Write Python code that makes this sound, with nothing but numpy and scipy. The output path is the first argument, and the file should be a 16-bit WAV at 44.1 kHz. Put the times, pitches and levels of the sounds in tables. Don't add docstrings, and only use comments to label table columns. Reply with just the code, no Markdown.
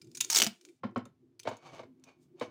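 import sys
import numpy as np
from scipy import signal
from scipy.fft import rfft, irfft
from scipy.io import wavfile

SR = 44100
rng = np.random.default_rng(int(sys.argv[2]) if len(sys.argv) > 2 else 0)


def volts(x):
    e = np.asarray(x, float) / 20
    return 10 ** e


def wav_out(sig):
    wavfile.write(sys.argv[1], SR, np.round(np.clip(np.atleast_2d(sig).T, -1, 1) * 32767).astype(np.int16))


N = 110250

# t/s, snap level/dB, tear level/dB, length/s, strip tone f/Hz
RIP_SLIPS = [(.3002, -15.5, -26.5, 0.0064, 6540), (.3065, -40, -34.5, .004, 6200),
             (.3128, -33, -30, 0.0071, 5460), (.3228, -25.5, -31, 0.0017, 6500),
             (.327, -30.5, -28, 0.0054, 5630), (.3325, -35, -34.5, .003, 4540),
             (.3408, -22, -32.5, .0015, 5700), (.3455, -21, -31, 0.0013, 6080),
             (.3475, -38, -22.5, 0.0072, 5500), (.3565, -23, -28.5, 0.0013, 6500),
             (.359, -28.5, -22, 0.0036, 4670), (.3625, -24.5, -26, .0015, 5950),
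             (.3672, -21, -29, 0.0013, 6600), (.368, -10, -27.5, 0.0013, 3620),
             (.3705, -24.5, -21.5, 0.003, 6620), (.375, -23.5, -26, .0025, 7200),
             (.381, -22, -24.5, 0.0084, 5680), (.3862, -21, -19.5, 0.0025, 4300),
             (.390, -20, -34, 0.00069, 6385), (.4002, -9, -24, .002, 3340),
             (.4032, -20.5, -31.5, .0015, 6200), (.4055, -20, -26.5, 0.0034, 3090),
             (.419, -4.5, -20.5, .0035, 2810), (.4235, -17.5, -19.5, 0.0025, 2825),
             (.4295, -35, -39.5, 0.0057, 6300), (.436, -12.5, -31, 0.0017, 5850),
             (.443, -26, -29, 0.005, 6680), (.457, -29.5, -40, .0017, 2648),
             (.4662, -13, -37.5, .002, 5000), (.469, -31, -31, 0.0053, 2850)]
# f/Hz, level/dB
RIP_COLOUR = [(300, -29.5), (1100, -15), (2200, -9.5), (6500, -2), (8200, -5), (12800, -17.5), (15000, -7),
              (16800, -28)]
# f/Hz, width/Hz, level/dB
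CORE_MODES = [(670, 160, 1), (866, 60, -2), (1252, 210, -3.5), (2230, 67, -9)]


def rip():
    pull = slips(RIP_SLIPS, RIP_COLOUR, rise_s=0.00055)
    return add_modes(pull, -8.5, CORE_MODES)


# t/s, snap level/dB, tear level/dB, length/s, strip tone f/Hz
PICK_SLIPS = [(.0155, -43.5, -55, 0.0081, 5000), (.043, -78, -66, 0.0088, 6390),
              (.069, -74, -66.5, 0.0068, 5000), (.114, -62, -65, 0.0034, 5030),
              (.1475, -62, -42, 0.014, 5820), (.170, -53.5, -41.5, 0.013, 6500),
              (.204, -48, -29.5, 0.021, 3600), (.2075, -29.5, -21, 0.0035, 6980),
              (.213, -30.5, -42.5, .005, 2330), (.239, -60, -47.5, .004, 6560),
              (.2455, -29, -33, 0.0023, 6700), (.612, -46, -57, 0.0014, 5610),
              (.651, -36.5, -56.5, 0.0034, 6290), (.688, -49, -63.5, 0.02, 2170)]
# t/s, snap level/dB, tear level/dB, length/s, strip tone f/Hz
TICK_SLIPS = [(.911, -69.5, -84, .002, 5950), (.948, -67, -80, .002, 3190),
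              (0.976, -49, -61.5, 0.005, 7170), (1.054, -51, -59.5, 0.0049, 6480),
              (1.393, -72, -57, 0.0024, 5000), (1.398, -33.5, -51.5, 0.0036, 6080),
              (1.432, -49, -56.5, 0.0045, 3230), (1.488, -63, -56.5, 0.015, 6540),
              (1.568, -69, -64.5, 0.0074, 6500), (1.748, -45, -70, 0.0023, 6170),
              (1.998, -63, -83, 0.0039, 7470), (2.039, -43, -58, 0.0037, 6050),
              (2.397, -60, -56, 0.0047, 3510)]
# t/s, level/dB
CREEP_LEVEL = [(0.0, -86), (.2, -76.5), (.32, -53.5), (.47, -60), (.6, -82), (.66, -75), (.8, -90.5)]
# f/Hz, level/dB
LIGHT_COLOUR = [(530, -57.5), (900, -38), (2310, -12.5), (6870, -5), (9000, -8.5), (13000, -22),
                (15000, -12), (16800, -30.5)]
# f/Hz, width/Hz, level/dB
STRIP_MODES = [(980, 180, 17.5), (1400, 67, 7.5), (2330, 71, 3), (3600, 72, 0.5), (4370, 110, -4),
               (6980, 250, -8.5), (9170, 580, -1)]


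def picks():
    creep = level(CREEP_LEVEL) * colour(grains(N, per_s=6000, spread_db=2.4), LIGHT_COLOUR)
    picked = slips(PICK_SLIPS, LIGHT_COLOUR, rise_s=0.0015)
    ticks = slips(TICK_SLIPS, LIGHT_COLOUR, rise_s=0.00055)
    return add_modes(picked + ticks + creep, -9, STRIP_MODES)


def slips(rows, spectrum, rise_s):
    snap_cut_hz, threads_per_s, thread_spread_db = 4000, 14000, 2.5
    clump_db, clump_s = 2.5, 0.0008
    sag_s, release_s = 0.008, 0.0027
    tone_db, tone_width_hz = 2, 460
    t = np.arange(2000) / SR
    out = np.zeros(N + len(t))
    turn = 2 * np.pi * snap_cut_hz * t
    snap = 2 * turn * np.exp(-turn)
    for s, snap_db, tear_db, length, hz in rows:
        decay = np.exp(-t / sag_s - np.maximum(t - length, 0) / release_s)
        shape = (1 - np.exp(-(t / rise_s) ** 2)) * decay
        tear = volts(tear_db) * grains(len(t), threads_per_s, thread_spread_db) * shape
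        clumps = volts(clump_db * wander(50, clump_s)[:len(t)])
        burst = tear * clumps + volts(snap_db) * snap
        tone = 2 * volts(tone_db) * resonance(burst, hz, tone_width_hz)
        i = int(s * SR)
        out[i:i + len(t)] += burst + tone
    return colour(out[:N], spectrum)


# t/s, f/Hz, level/dB, T60/s
ROLL_JOLTS = [
    (.326, 877, -33, .035),
    (.362, 430, -36, .05),
    (.406, 360, -32, .03),
    (.4665, 214, -21, .05),
    (.467, 690, -32, .03),
]


def jolts():
    out = np.zeros(N)
    for s, hz, db, t60 in ROLL_JOLTS:
        t = np.maximum(np.arange(N) / SR - s, 0)
        envelope = volts(db - 60 * t / t60) * (1 - np.exp(-hz * t))
        out += envelope * np.sin(2 * np.pi * hz * t)
    return out


# t/s, level/dB
TUG_LEVEL = [(.3, -78.5), (.36, -55), (.4, -42.5), (.43, -40.5), (.455, -47.5), (.52, -75.5)]
# f/Hz, level/dB
BENCH_SHAKE_COLOUR = [(25, -15), (60, -12.5), (300, 6.5), (900, -7.5), (1600, -47)]


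def tug():
    return level(TUG_LEVEL) * colour(rng.standard_normal(N), BENCH_SHAKE_COLOUR)


# t/s, peak level/dB, contact cut f/Hz
SETDOWN_HITS = [
    (.8335, -30.5, 1820),
    (.838, -27, 500),
    (.9595, -23, 2494),
    (.9645, -36, 1480),
    (1.055, -45, 1470),
]
# f/Hz, level/dB, T60/s
BENCH_MODES = [(114, -4, 0.19), (200.4, 4.5, 0.082), (246, 4.5, 0.11), (277, -24, 0.082),
               (436.4, -6.5, 0.071), (550, -4, 0.069), (730, -6.5, 0.071), (1077, -1, 0.036),
               (1324, -1, 0.022), (1990, -32, 0.047), (2500, -25.5, 0.052), (3000, -30, 0.017),
               (4210, -36, 0.062), (5000, -43, 0.041)]
# f/Hz, level/dB
BENCH_RATTLE = [(180, -32), (300, 2), (1130, -10.5), (2000, -14.5), (3200, -24.5), (5200, -32.5),
                (8000, -50.5), (15600, -100)]
# f/Hz, width/Hz, level/dB
BENCH_HIGH_MODES = [(hz, 90, 6) for hz in (3100, 4050, 5050)]


def setdown():
    return impacts(SETDOWN_HITS, BENCH_MODES, BENCH_RATTLE, rattle_db=-11.5, rattle_t60=0.14,
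                   high_modes=BENCH_HIGH_MODES, trim_db=-1, swell_s=0.018)


# t/s, peak level/dB, contact cut f/Hz
CASE_HITS = [
    (1.452, -34.5, 2470),
    (1.459, -37.5, 2500),
    (1.468, -34.5, 2500),
    (1.4725, -20, 2020),
    (1.512, -30.5, 2000),
    (1.793, -33, 2470),
    (1.832, -43, 1200),
    (1.860, -61.5, 600),
    (2.411, -24, 2610),
    (2.418, -27.5, 1500),
]
# f/Hz, level/dB, T60/s
CASE_MODES = [(113.8, -8.5, 0.28), (260.3, -4.5, 0.099), (479, 7, 0.052), (627, 5.5, 0.053),
              (750, -14, 0.027), (965, -11, 0.041), (1104, 1.5, 0.017), (1510, -14, 0.039),
              (2202, -5.5, 0.043), (3113, -8.5, 0.019), (3854, -8.5, 0.017)]
# f/Hz, level/dB
CASE_RATTLE = [(120, -35.5), (200, 1), (990, -3.5), (1270, -13), (1570, -11.5), (6400, -28.5), (14000, -55)]
# f/Hz, width/Hz, level/dB
WALL_MODES = [(1117, 48, -7), (2260, 25.2, -0.5), (3007, 130, -2), (3680, 190, -1), (4460, 57, 5),
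              (6310, 110, 2.5)]


def case_knocks():
    return impacts(CASE_HITS, CASE_MODES, CASE_RATTLE, rattle_db=-1.5, rattle_t60=0.1,
                   high_modes=WALL_MODES, trim_db=-8, swell_s=0.015)


def impacts(hits, modes, rattle_colour, rattle_db, rattle_t60, high_modes, trim_db, swell_s):
    bend_hz = 323
    longest_ring_s, most_cycles = 0.13, 36
    t = np.arange(15000) / SR
    out = np.zeros(N + len(t))
    for s, db, cut_hz in hits:
        body = 0
        for hz, mode_db, t60 in modes:
            lag = swell_s / (1 + (hz / bend_hz) ** 2)
            swell = 1 - np.exp(-(t / lag) ** 2)
            ring_s = min(t60, longest_ring_s, max(most_cycles / hz, 0.04))
            decay = volts(mode_db + 2.0 * rng.normal() - 60 * t / ring_s)
            tone = np.sin(2 * np.pi * (hz * t + rng.random()))
            body = body + decay * swell * tone / np.hypot(1, hz / cut_hz)
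        flutter_db = 2.2 * wander(60, 0.006)[:len(t)]
        decay = volts(rattle_db - 60 * t / rattle_t60 + flutter_db)
        noise = add_modes(colour(rng.standard_normal(len(t)), rattle_colour), -14.5, high_modes)
        rattle = (1 - np.exp(-t / 0.0014)) * decay * noise
        i = int(s * SR)
        out[i:i + len(t)] += volts(db + trim_db) * (body + rattle)
    return out[:N]


# t/s, level/dB
RUB_LEVEL = [(1.44, -72), (1.48, -86), (1.53, -57.5), (1.60, -73), (1.67, -55), (1.71, -63.5),
             (1.75, -54.5), (1.8, -59.5), (1.86, -92), (1.92, -101), (2.03, -85), (2.09, -61),
             (2.14, -80.5), (2.18, -88.5), (2.35, -94), (2.39, -67.5), (2.44, -53), (2.5, -73.5)]
# f/Hz, level/dB
SKIN_COLOUR = [(180, -23), (300, -5), (762, -1.5), (2000, -18.5), (2250, -11), (3950, -22.5), (6410, -23.5),
               (9000, -34.5), (16000, -56)]


def rub():
    pressure = level(RUB_LEVEL) * volts(2.0 * wander(400, 0.0031))
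    touch = pressure * grains(N, per_s=5500, spread_db=3.2)
    case = 0
    for hz, db, t60 in CASE_MODES[1:]:
        case = case + volts(db + 5) * resonance(touch, hz, 1.4 / t60)
    return add_modes(colour(touch, SKIN_COLOUR), -7, WALL_MODES) + case


# start t/s, length/s, f/Hz, width/Hz, level/dB
SKIN_SQUEAK = (2.05, .115, 2430, 50, -70)


def squeak():
    start, length, hz, width, db = SKIN_SQUEAK
    phase = np.clip((np.arange(N) / SR - start) / length, 0, 1)
    band = resonance(resonance(rng.standard_normal(N), hz, width), hz, width)
    return volts(db) * np.sin(np.pi * np.sqrt(phase)) * rms_one(band)


# t/s, level/dB
BRUSH_LEVEL = [(2.18, -100), (2.23, -75), (2.3, -105.5)]


def sleeve():
    return level(BRUSH_LEVEL) * colour(rng.standard_normal(N), LIGHT_COLOUR)


def room(x):
    t = np.arange(SR // 2) / SR
    noise = rng.standard_normal(len(t))
    low = signal.sosfilt(signal.butter(2, 4500, fs=SR, output="sos"), noise)
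    tail = low * volts(-60 * t / 0.21) + (noise - low) * volts(-60 * t / 0.13)
    tail = tail * (t > 0.003)
    return volts(-11.5) * signal.fftconvolve(x, tail / np.sqrt(np.sum(tail ** 2)))[:N]


# t/s, level/dB
DRONE_LEVEL = [(0.0, -55.5), (.1, -57.5), (.19, -55), (.3, -60.5), (.55, -76), (.66, -65), (.73, -69),
               (.79, -86), (.85, -60.5), (1.1, -63), (1.3, -65.5), (1.55, -67.5), (1.7, -56.5),
               (1.9, -57.5), (2.1, -62.5), (2.27, -57.5), (2.5, -64.5)]
# f/Hz, level/dB
DRONE_SPECTRUM = [(25, -53.5), (100, -5.5), (400, -8.5), (520, -39)]
# f/Hz, width/Hz, level/dB
DRONE_MODES = [(114, 25, -5), (147, 27, -2.5), (256, 13, -1), (348, 35, 5.5)]
# f/Hz, level/dB
HISS_COLOUR = [(400, -29.5), (600, -1.5), (900, -7), (6000, -17), (16000, -33)]


def drone():
    low = volts(-9) * colour(rng.standard_normal(N), DRONE_SPECTRUM)
    for hz, width, db in DRONE_MODES:
        hum = resonance(resonance(rng.standard_normal(N), hz, width * 2), hz, width * 2)
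        low = low + volts(db + 7.5 * wander(100, 0.069)) * rms_one(hum)
    hiss = volts(-89) * colour(rng.standard_normal(N), HISS_COLOUR)
    return level(DRONE_LEVEL) * rms_one(low) + hiss


def rms_one(x):
    return x / np.sqrt(np.mean(x ** 2) + 1e-30)


def level(rows):
    s, db = np.transpose(rows)
    after = db[-1] if s[-1] > 2.4 else -150
    return volts(np.interp(np.arange(N) / SR, s, db, left=-150, right=after))


def colour(x, spectrum):
    hz, db = np.transpose(spectrum)
    grid = np.maximum(np.arange(2049) * SR / 4096, 1)
    log_gain = np.interp(np.log(grid), np.log(hz), np.maximum(db, -70)) * np.log(10) / 20
    cepstrum = irfft(log_gain)
    cepstrum[1:2048] *= 2
    cepstrum[2049:] = 0
    h = irfft(np.exp(rfft(cepstrum)))
    return signal.fftconvolve(x, h / np.sqrt(np.sum(h ** 2)))[:len(x)]


def resonance(x, hz, width_hz):
    r = np.exp(-np.pi * width_hz / SR)
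    poles = [1, -2 * r * np.cos(2 * np.pi * hz / SR), r * r]
    return signal.lfilter([(1 - r * r) / 2, 0, (r * r - 1) / 2], poles, x)


def add_modes(x, db, modes):
    ringing = 0
    for hz, width, mode_db in modes:
        ringing = ringing + volts(mode_db) * np.sqrt(SR / width / 30) * resonance(x, hz, width)
    return x + volts(db) * ringing


def grains(size, per_s, spread_db):
    born = rng.random(size) < per_s / SR
    strength = volts(spread_db * np.minimum(rng.exponential(1, size), 4))
    return rms_one(born * strength * rng.choice([-1, 1], size))


def wander(size, seconds):
    steps = rng.standard_normal(size)
    return np.interp(np.arange(N) / SR / seconds, np.arange(size), steps)


def scene():
    tape = picks() + rip() + jolts() + tug()
    friction = rub() + squeak() + sleeve()
    near = tape + friction + setdown() + case_knocks()
    return (near + room(near) + drone())[None]


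def band_limit(x):
    return signal.sosfilt(signal.butter(12, 16990, fs=SR, output="sos"), x)


def record(dry):
    mix = signal.sosfilt(signal.cheby2(10, 40, 16900, fs=SR, output="sos"), dry)
    return band_limit(mix)


dry = scene()
out = record(dry)
wav_out(out)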